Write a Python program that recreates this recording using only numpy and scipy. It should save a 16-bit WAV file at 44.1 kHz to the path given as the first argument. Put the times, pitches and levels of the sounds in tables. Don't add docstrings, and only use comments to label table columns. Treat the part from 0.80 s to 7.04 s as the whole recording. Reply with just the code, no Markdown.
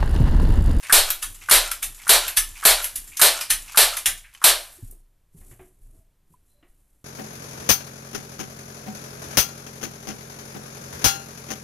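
import sys
import numpy as np
from scipy import signal
from scipy.fft import rfft, irfft, next_fast_len
from scipy.io import wavfile
from scipy.ndimage import uniform_filter1d, minimum_filter1d

SR = 44100
rng = np.random.default_rng(int(sys.argv[2]) if len(sys.argv) > 2 else 0)


def output_pcm(signal):
    pcm = np.clip(np.atleast_2d(signal).T, -1, 1) * 32767
    wavfile.write(sys.argv[1], SR, np.round(pcm).astype(np.int16))


N = 275299
TIME = np.arange(N) / SR
AFTER = TIME[:SR]
CUTOFF_HZ = 14280
LEAD_S = .02

# time_s, level_db, tilt_db_per_octave, knock_db, slide_db, latch_db, wobble_db
SLAMS = [(0.1249, 2.5, 1.5, 2.5, -41, -38.5, -33), (.711, 1, 1, 1, -46, -18.5, -26.5),
         (1.2929, 2, 1, 2, -45, -24.5, -30.5), (1.852, 2, 1, 0, -41.5, -29, -29.5),
         (2.415, 1.5, 1, 2.5, -49.5, -24.5, -39), (2.9734, 1.5, 1, -4, -41, -29.5, -34.5),
         (3.6408, 0.5, 1, 1.5, -54.5, -39.5, -36)]
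# time_s, level_db, tilt_db_per_octave, ring_db, scrape_db, wobble_db
STOPS = [(.427, -28, .5, -2.5, 6, -35.5), (1.028, -26, 1, -16, 1.5, -37.5),
         (1.571, -16, 1.13, -0.5, 1.5, -31), (2.157, -31, 4, -5.5, -8, -40),
         (2.7035, -17, 0.5, -0.5, -1, -35.5), (3.2577, -17, 0, -1.5, -19.5, -37.5)]
# pitch_hz, level_db
CLICK_COLOUR = [(100, -26), (450, -19.5), (1300, 0), (2600, 2), (4500, 0.5), (7000, 2), (10500, 6.5),
                (14000, 2.5)]


def amp(db):
    return 10 ** (np.asarray(db) / 20)


def unit(x):
    return x / np.sqrt(np.mean(x ** 2) + 1e-20)


def fade(db, t60):
    return amp(db - 60 * AFTER / t60)


def onset(rise_s):
    return 1 - np.exp(-AFTER / rise_s)


def mode(hz, t60):
    return np.sin(2 * np.pi * hz * AFTER) * fade(0, t60)


def at_hz(points, hz):
    known_hz, values = np.transpose(points)
    return np.interp(np.log(hz + 1), np.log(known_hz), values)


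def add(track, s, sound):
    start = max(0, round(s * SR))
    track[:, start:start + sound.shape[-1]] += sound[..., :N - start]


def in_band(x, hz, width_hz):
    band = signal.butter(2, [hz - width_hz / 2, hz + width_hz / 2], "band", fs=SR, output="sos")
    return signal.sosfilt(band, x) * np.sqrt(SR / 2 / width_hz)


def colour(x, spectrum, tilt=0, peaks=()):
    size = 2 * next_fast_len(x.shape[-1] // 2 + SR // 10)
    hz = np.arange(size // 2 + 1) * SR / size
    db = at_hz(spectrum, hz) + tilt * np.log2(np.maximum(hz, 500))
    for centre, width, boost in peaks:
        db = db + boost / (1 + (2 * (hz - centre) / width) ** 2)
    gain = amp(db) / np.sqrt(np.mean(amp(db[hz < CUTOFF_HZ]) ** 2))
    cepstrum = irfft(np.log(gain))
    cepstrum[1:size // 2] *= 2
    cepstrum[size // 2 + 1:] = 0
    return irfft(rfft(x, size) * np.exp(rfft(cepstrum)))[..., :x.shape[-1]]


def diffuse(size):
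    # pitch_hz, side_to_mid_db
    width = [(100, -58), (2800, -64), (4200, -42.5), (5900, -12), (9000, -8), (13000, -9)]
    mid, side = rng.standard_normal((2, size))
    hz = np.arange(size // 2 + 1) * SR / size
    side = irfft(rfft(side) * amp(at_hz(width, hz)), size)
    return mid + side * [[1], [-1]]


def room_tail(late_db=-21, late_t60=0.58):
    # pitch_hz, t60_s
    decays = [(100, 0.14), (280, 0.28), (600, 0.35), (1400, 0.25), (3500, 0.31), (7000, 0.26), (13000, 0.2)]
    pitches, t60s = np.transpose(decays)
    spectrum = rfft(diffuse(SR))
    late_power = fade(late_db, late_t60) ** 2
    out = 0
    for t60, weights in zip(t60s, np.eye(len(decays))):
        share = at_hz(list(zip(pitches, weights)), np.arange(SR // 2 + 1))
        out = out + irfft(spectrum * share, SR) * np.sqrt(fade(0, t60) ** 2 + late_power)
    return out


def blow(crack_db, crack_t60, scrape_db, scrape_t60, damping_db_per_s=0):
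    until_hit_s = np.arange(round(LEAD_S * SR), 0, -1) / SR
    scrape = amp(scrape_db - 60 * until_hit_s / scrape_t60) * diffuse(len(until_hit_s))
    ring = fade(crack_db, crack_t60) * diffuse(SR) + room_tail()
    return np.hstack([scrape, ring * amp(-damping_db_per_s * AFTER)])


def struck(x, spectrum, tilt, peaks, uneven_db, count=220):
    hz = np.geomspace(40, CUTOFF_HZ, count)
    scatter_db = uneven_db * rng.standard_normal(count) / (1 + (hz / 8000) ** 2)
    return colour(x, np.column_stack([hz, at_hz(spectrum, hz) + scatter_db]), tilt, peaks)


def swell(s, rise_db_per_s, fall_db_per_s, hold_s=0):
    before_s = np.maximum(s - TIME, 0)
    after_s = np.maximum(TIME - s - hold_s, 0)
    return amp(-rise_db_per_s * before_s - fall_db_per_s * after_s)


def friction(gain, spectrum, grain_db, grain_s):
    grains = np.tanh(unit(uniform_filter1d(rng.standard_normal(N), round(grain_s * SR))))
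    return gain * colour(unit(diffuse(N) * amp(grain_db * grains)), spectrum)


def quiet_room(db=-61):
    # pitch_hz, level_db
    tone = [(20, 2.5), (40, 0), (70, -8.5), (120, -11), (250, -22.5), (500, -27), (1200, -31.5),
            (5000, -39), (14000, -35.5)]
    return amp(db) * colour(diffuse(N), tone)


def arms():
    # before_slam_s, length_s, cloth_db, rumble_db
    swing = (0.24, 0.63, -50.5, -60.5)
    # start_s, length_s, cloth_db, rumble_db
    turns = [(3.93, 0.012, -48.5, -59), (4.048, 0.057, -55.5, -54.5), (4.576, .1, -55.5, -55.5),
             (4.704, .01, -54, -51), (4.82, 0.049, -62.5, -57.5), (5.017, 0.17, -67, -57.5),
             (5.51, 0.025, -66.5, -62), (5.679, 0.029, -67.5, -68), (5.882, 0.31, -71, -70)]
    # pitch_hz, level_db
    cloth_tone = [(60, -7), (300, -8), (600, -9.5), (1200, -11), (3000, -10), (5000, -9.5), (7500, 2),
                  (10500, 6.5), (12500, 5.5), (14000, -8.5)]
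    rumble_tone = [(25, 0.5), (60, 6), (115, 3), (170, -12), (280, -5.5), (400, -12.5), (700, -23.5),
                   (2000, -37), (14000, -59)]
    swings = [(s - swing[0], *swing[1:]) for s, *_ in SLAMS[:-1]]
    cloth = rumble = 0
    for s, length_s, cloth_db, rumble_db in swings + turns:
        cloth += amp(cloth_db) * swell(s, rise_db_per_s=378.5, fall_db_per_s=150, hold_s=length_s)
        rumble += amp(rumble_db) * swell(s, rise_db_per_s=351, fall_db_per_s=142.5, hold_s=length_s)
    rustle = friction(cloth, cloth_tone, grain_db=3.5, grain_s=.009)
    return rustle + friction(rumble, rumble_tone, grain_db=6.5, grain_s=0.051)


def draught():
    out = np.zeros((2, N))
    flutter = fade(db=-38, t60=0.5) * in_band(diffuse(SR), hz=75, width_hz=29)
    add(out, SLAMS[0][0], amp(-15) * mode(hz=11, t60=0.57) + flutter)
    return out


def table(wobble_hz=28.5, t60=0.65, delay_s=.005):
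    # start_s, wobble_db
    leans = [(4.02, -35), (4.58, -42.5), (5.01, -41), (5.84, -54.5)]
    out = np.zeros((2, N))
    low_band = signal.butter(2, [35, 130], "band", fs=SR, output="sos")
    for s, *_, db in SLAMS + STOPS + leans:
        rumble = fade(-26, t60) * unit(signal.sosfilt(low_band, rng.standard_normal(SR)))
        add(out, s + delay_s, amp(db + 4) * onset(0.018) * (mode(wobble_hz, t60) + rumble))
    return out


def faint_rings():
    # start_s, level_db, pitch_hz, t60_s
    rings = [(5.11, -63, 651, 0.44), (5.67, -74, 4040, 0.67), (5.72, -70.5, 577, 0.52)]
    out = np.zeros((2, N))
    for s, db, hz, t60 in rings:
        tone = in_band(diffuse(SR), hz, width_hz=20 + 0.026 * hz)
        add(out, s, fade(db + 3.5, t60) * onset(0.034) ** 2 * tone)
    return out


def handling():
    # start_s, level_db, pitch_hz, t60_s
    bumps = [(3.985, -44, 353, 0.069), (4.026, -27.5, 105.2, 0.084), (4.545, -41, 160.7, 0.097),
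             (4.603, -45.5, 84.5, 0.11), (4.709, -45, 117, 0.123), (4.793, -47, 365, 0.26),
             (5.502, -54, 160, 0.16), (5.539, -44, 1002, 0.037), (5.826, -53, 292, 0.077)]
    # time_s, level_db, tilt_db_per_octave
    knocks = [(4.125, -56.5, -12.5), (4.612, -56.5, -4.5), (4.713, -52, -3), (4.794, -45.5, -5),
              (5.827, -57.5, -2)]
    # pitch_hz, level_db
    grip_tone = [(80, 4.5), (400, -6.5), (700, -12), (1200, -7), (2000, -1.5), (3000, -3.5), (4500, -25),
                 (14000, -41)]
    # pitch_hz, width_hz, boost_db
    grip_peaks = [(358, 85, 9.5), (724, 200, 15), (1195, 210, 5), (1920, 140, 4)]
    out = np.zeros((2, N))
    for s, db, hz, t60 in bumps:
        overtone = amp(-14) * min(1, 150 / hz) ** 2 * mode(2.4 * hz, t60)
        add(out, s, amp(db + 3.5) * (mode(hz, t60) + overtone) * onset(0.0043))
    for s, db, tilt in knocks:
        knock = blow(crack_db=0, crack_t60=0.12, scrape_db=-20, scrape_t60=0.027)
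        add(out, s - LEAD_S, amp(db) * struck(knock, grip_tone, tilt, grip_peaks, uneven_db=2))
    return out


def hinge():
    # start_s, level_db, pitch_hz
    scrapes = [(.046, -39.5, 2200), (3.44, -48, 2101)]
    out = np.zeros((2, N))
    for s, db, hz in scrapes:
        add(out, s, fade(db, t60=.3) * onset(0.003) * in_band(diffuse(SR), hz, width_hz=1100))
    return out


def piston_speed(push_lead_s=.065, pull_delay_s=.165, pull_db=-32):
    pushes = sum(amp(slide_db) * swell(s - push_lead_s, rise_db_per_s=151.5, fall_db_per_s=60)
                 for s, *_, slide_db, _, _ in SLAMS)
    pulls = sum(swell(s + pull_delay_s, rise_db_per_s=170, fall_db_per_s=209.5) for s, *_ in SLAMS[:-1])
    return pushes + amp(pull_db) * pulls


def piston(speed):
    # pitch_hz, level_db
    tone = [(100, -17), (450, -27.5), (700, -5.5), (1000, 3), (1400, 3.5), (2000, 0.5), (2500, 6),
            (4200, -0.5), (6500, 2.5), (11000, -4.5), (14000, -11)]
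    return friction(speed, tone, grain_db=7, grain_s=0.0039)


def rattle(speed, ticks_per_s=30):
    ticks = (rng.random(N) < ticks_per_s / SR) * rng.uniform(0.35, 1, N) * speed
    shape = (1 + fade(db=9, t60=0.015)) * amp(-90 * AFTER)
    tick = colour(room_tail() * shape, CLICK_COLOUR)
    return amp(-5.5) * signal.fftconvolve(ticks[None], tick, axes=1)[:, :N]


def seal(pitch_spread=0.027):
    # offset_from_slam_s, level_db, pitch_hz, width_hz
    squeaks = [(-.098, -44, 2350, 600), (.125, -37, 1400, 170), (.15, -37, 1400, 170)]
    out = np.zeros((2, N))
    for s, *_ in SLAMS[:-1]:
        for offset_s, db, hz, width_hz in squeaks:
            squeak = in_band(room_tail(), hz * (1 + pitch_spread * rng.standard_normal()), width_hz)
            add(out, s + offset_s, amp(db - 44 * AFTER) * squeak * onset(0.003))
    return out


def click(db, tilt, crack_db, hz):
    snap = blow(crack_db, crack_t60=0.027, scrape_db=0, scrape_t60=0.012, damping_db_per_s=45.5)
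    return amp(db) * struck(snap, CLICK_COLOUR, tilt, [(hz, 0.15 * hz, 10)], uneven_db=3.5)


def valve(first_hz=1490, fall_hz_per_stroke=32):
    # start_s, level_db
    pops = [(.097, -22), (.687, -25), (1.268, -31.5), (1.828, -30.5), (2.396, -27.5), (2.946, -34.5),
            (3.617, -36)]
    out = np.zeros((2, N))
    for stroke, (s, db) in enumerate(pops):
        hz = first_hz - fall_hz_per_stroke * stroke
        pop = amp(8) * mode(hz, t60=.017) * onset(0.00016)
        echo = amp(0.5) * in_band(room_tail(), hz, width_hz=600)
        add(out, s, amp(db) * (pop + echo))
        add(out, s - LEAD_S, click(db - 10, tilt=-1.2, crack_db=4, hz=8500))
    return out


def open_stop(tilt, ring_db, scrape_db):
    # pitch_hz, level_db
    tone = [(60, -6.5), (250, -18.5), (500, -17), (900, -8), (1500, -4), (2200, -1), (3700, 0.5),
            (4500, -4.5), (7000, -2), (10000, 2), (12000, 1), (14000, -4.5)]
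    # pitch_hz, width_hz, boost_db (before scaling by ring_db)
    steel = [(1729, 230, 9.5), (2900, 72, 5), (6140, 240, 8.5), (9500, 250, 4.5), (9547, 210, 6.5),
             (10000, 320, 7.5)]
    peaks = [(hz, width, boost * amp(ring_db)) for hz, width, boost in steel]
    hit = blow(crack_db=6, crack_t60=0.18, scrape_db=scrape_db, scrape_t60=.022)
    return struck(hit, tone, tilt, peaks, uneven_db=4)


def slam(tilt, knock_db):
    # pitch_hz, level_db
    tone = [(40, -13), (120, -16.5), (190, -20), (245, -15.5), (330, -7.5), (430, -5.5), (650, 4.5),
            (900, 2), (1500, 4), (2800, 1), (3700, 1), (5200, 0), (6600, -3), (9200, 2.5), (12100, 1.5),
            (13000, -2.5), (14200, -10)]
    # pitch_hz, width_hz, boost_db
    body = [(429, 40, 0.5), (551, 16, 0), (634, 30, -1.5), (659, 29, 3), (1000, 29, 1.5), (1100, 15, -2),
            (1390, 20, -0.5), (1440, 20, 3.5), (1611, 7.5, 3), (1750, 23, 5.5), (2200, 7.3, -1),
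            (2357, 12, 5.5), (3180, 69, 1.5), (4200, 73, -1), (7535, 120, 3), (9100, 52, -4.5),
            (8760, 130, 6.5), (12400, 120, 8)]
    # pitch_hz, width_hz, level_db, t60_s
    tube = [(418, 48, -23, 0.17), (585.6, 30, -29, 0.37), (3380, 870, -18.5, 0.31),
            (4080, 760, -13.5, 0.31)]
    hollow_knock = (340, 210, knock_db)
    clap = blow(crack_db=-11, crack_t60=0.062, scrape_db=-20, scrape_t60=0.011)
    out = struck(clap, tone, tilt, body + [hollow_knock], uneven_db=0.6)
    spit = fade(db=-4, t60=0.19) * in_band(diffuse(SR), hz=10740, width_hz=5200)
    add(out, LEAD_S, spit)
    for hz, width_hz, db, t60 in tube:
        add(out, LEAD_S, fade(db, t60) * in_band(diffuse(SR), hz, width_hz))
    add(out, LEAD_S, amp(-24) * mode(hz=179, t60=0.047))
    return out


def lever(latch_lead_s=.0135, slack_delay_s=.119):
    # time_s, level_db, tilt_db_per_octave, crack_db, pitch_hz
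    clicks = [(0.035, -36.5, -4, -8, 9400), (.3034, -18, -0.5, 6.5, 13400), (0.9154, -23.5, 0, 8, 1430),
              (1.48, -22, -2.5, 2.5, 12000), (2.025, -27.5, 3.5, -9, 11800),
              (2.0436, -20.5, -0.5, -0.5, 11400), (2.1588, -31.5, 4, 12, 11370), (2.371, -26, 2, 4, 6300),
              (2.3952, -20, 1, 1.5, 9600), (2.611, -22.5, -1, 2.5, 5000), (3.1694, -22, -2, 2, 10900),
              (3.539, -50.5, -1.5, 3, 11000), (3.549, -52, -4.5, 14.5, 3102), (4.1113, -48, 12, 11.5, 8630)]
    out = np.zeros((2, N))
    for s, db, tilt, knock_db, _, latch_db, _ in SLAMS:
        add(out, s - latch_lead_s - LEAD_S, click(latch_db, tilt=0.3, crack_db=3.5, hz=10500))
        add(out, s - LEAD_S, amp(db) * slam(tilt, knock_db))
    for s, db, tilt, ring_db, scrape_db, _ in STOPS:
        add(out, s - LEAD_S, amp(db) * open_stop(tilt, ring_db, scrape_db))
        add(out, s + slack_delay_s - LEAD_S, click(db=-42, tilt=.5, crack_db=2, hz=7300))
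    for s, db, tilt, crack_db, hz in clicks:
        add(out, s - LEAD_S, click(db, tilt, crack_db, hz))
    return out


def scene():
    speed = piston_speed()
    slide = piston(speed)
    background = quiet_room()
    pump = lever() + valve() + seal() + hinge() + rattle(speed) + slide
    return pump + handling() + faint_rings() + table() + draught() + arms() + background


def record(dry, threshold_db=-10, squeeze=0.74, release_db_per_s=170, ceiling=0.84):
    power = uniform_filter1d(np.mean(dry, axis=0) ** 2, size=128)
    level_db = 10 * np.log10(np.maximum(power, 0) + 1e-12)
    cut_db = squeeze * np.maximum(level_db - threshold_db, 0)
    release_db = release_db_per_s * TIME
    held_db = np.maximum.accumulate(cut_db + release_db) - release_db
    limited = dry * amp(-uniform_filter1d(held_db, size=64))
    peak_gain = np.minimum(1, ceiling / (np.abs(limited).max(axis=0) + 1e-9))
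    limited = limited * uniform_filter1d(minimum_filter1d(peak_gain, size=9), size=9)
    low_pass = signal.ellip(12, .1, 80, CUTOFF_HZ, fs=SR, output="sos")
    return signal.sosfilt(low_pass, limited)


dry = scene()
out = record(dry)
output_pcm(out)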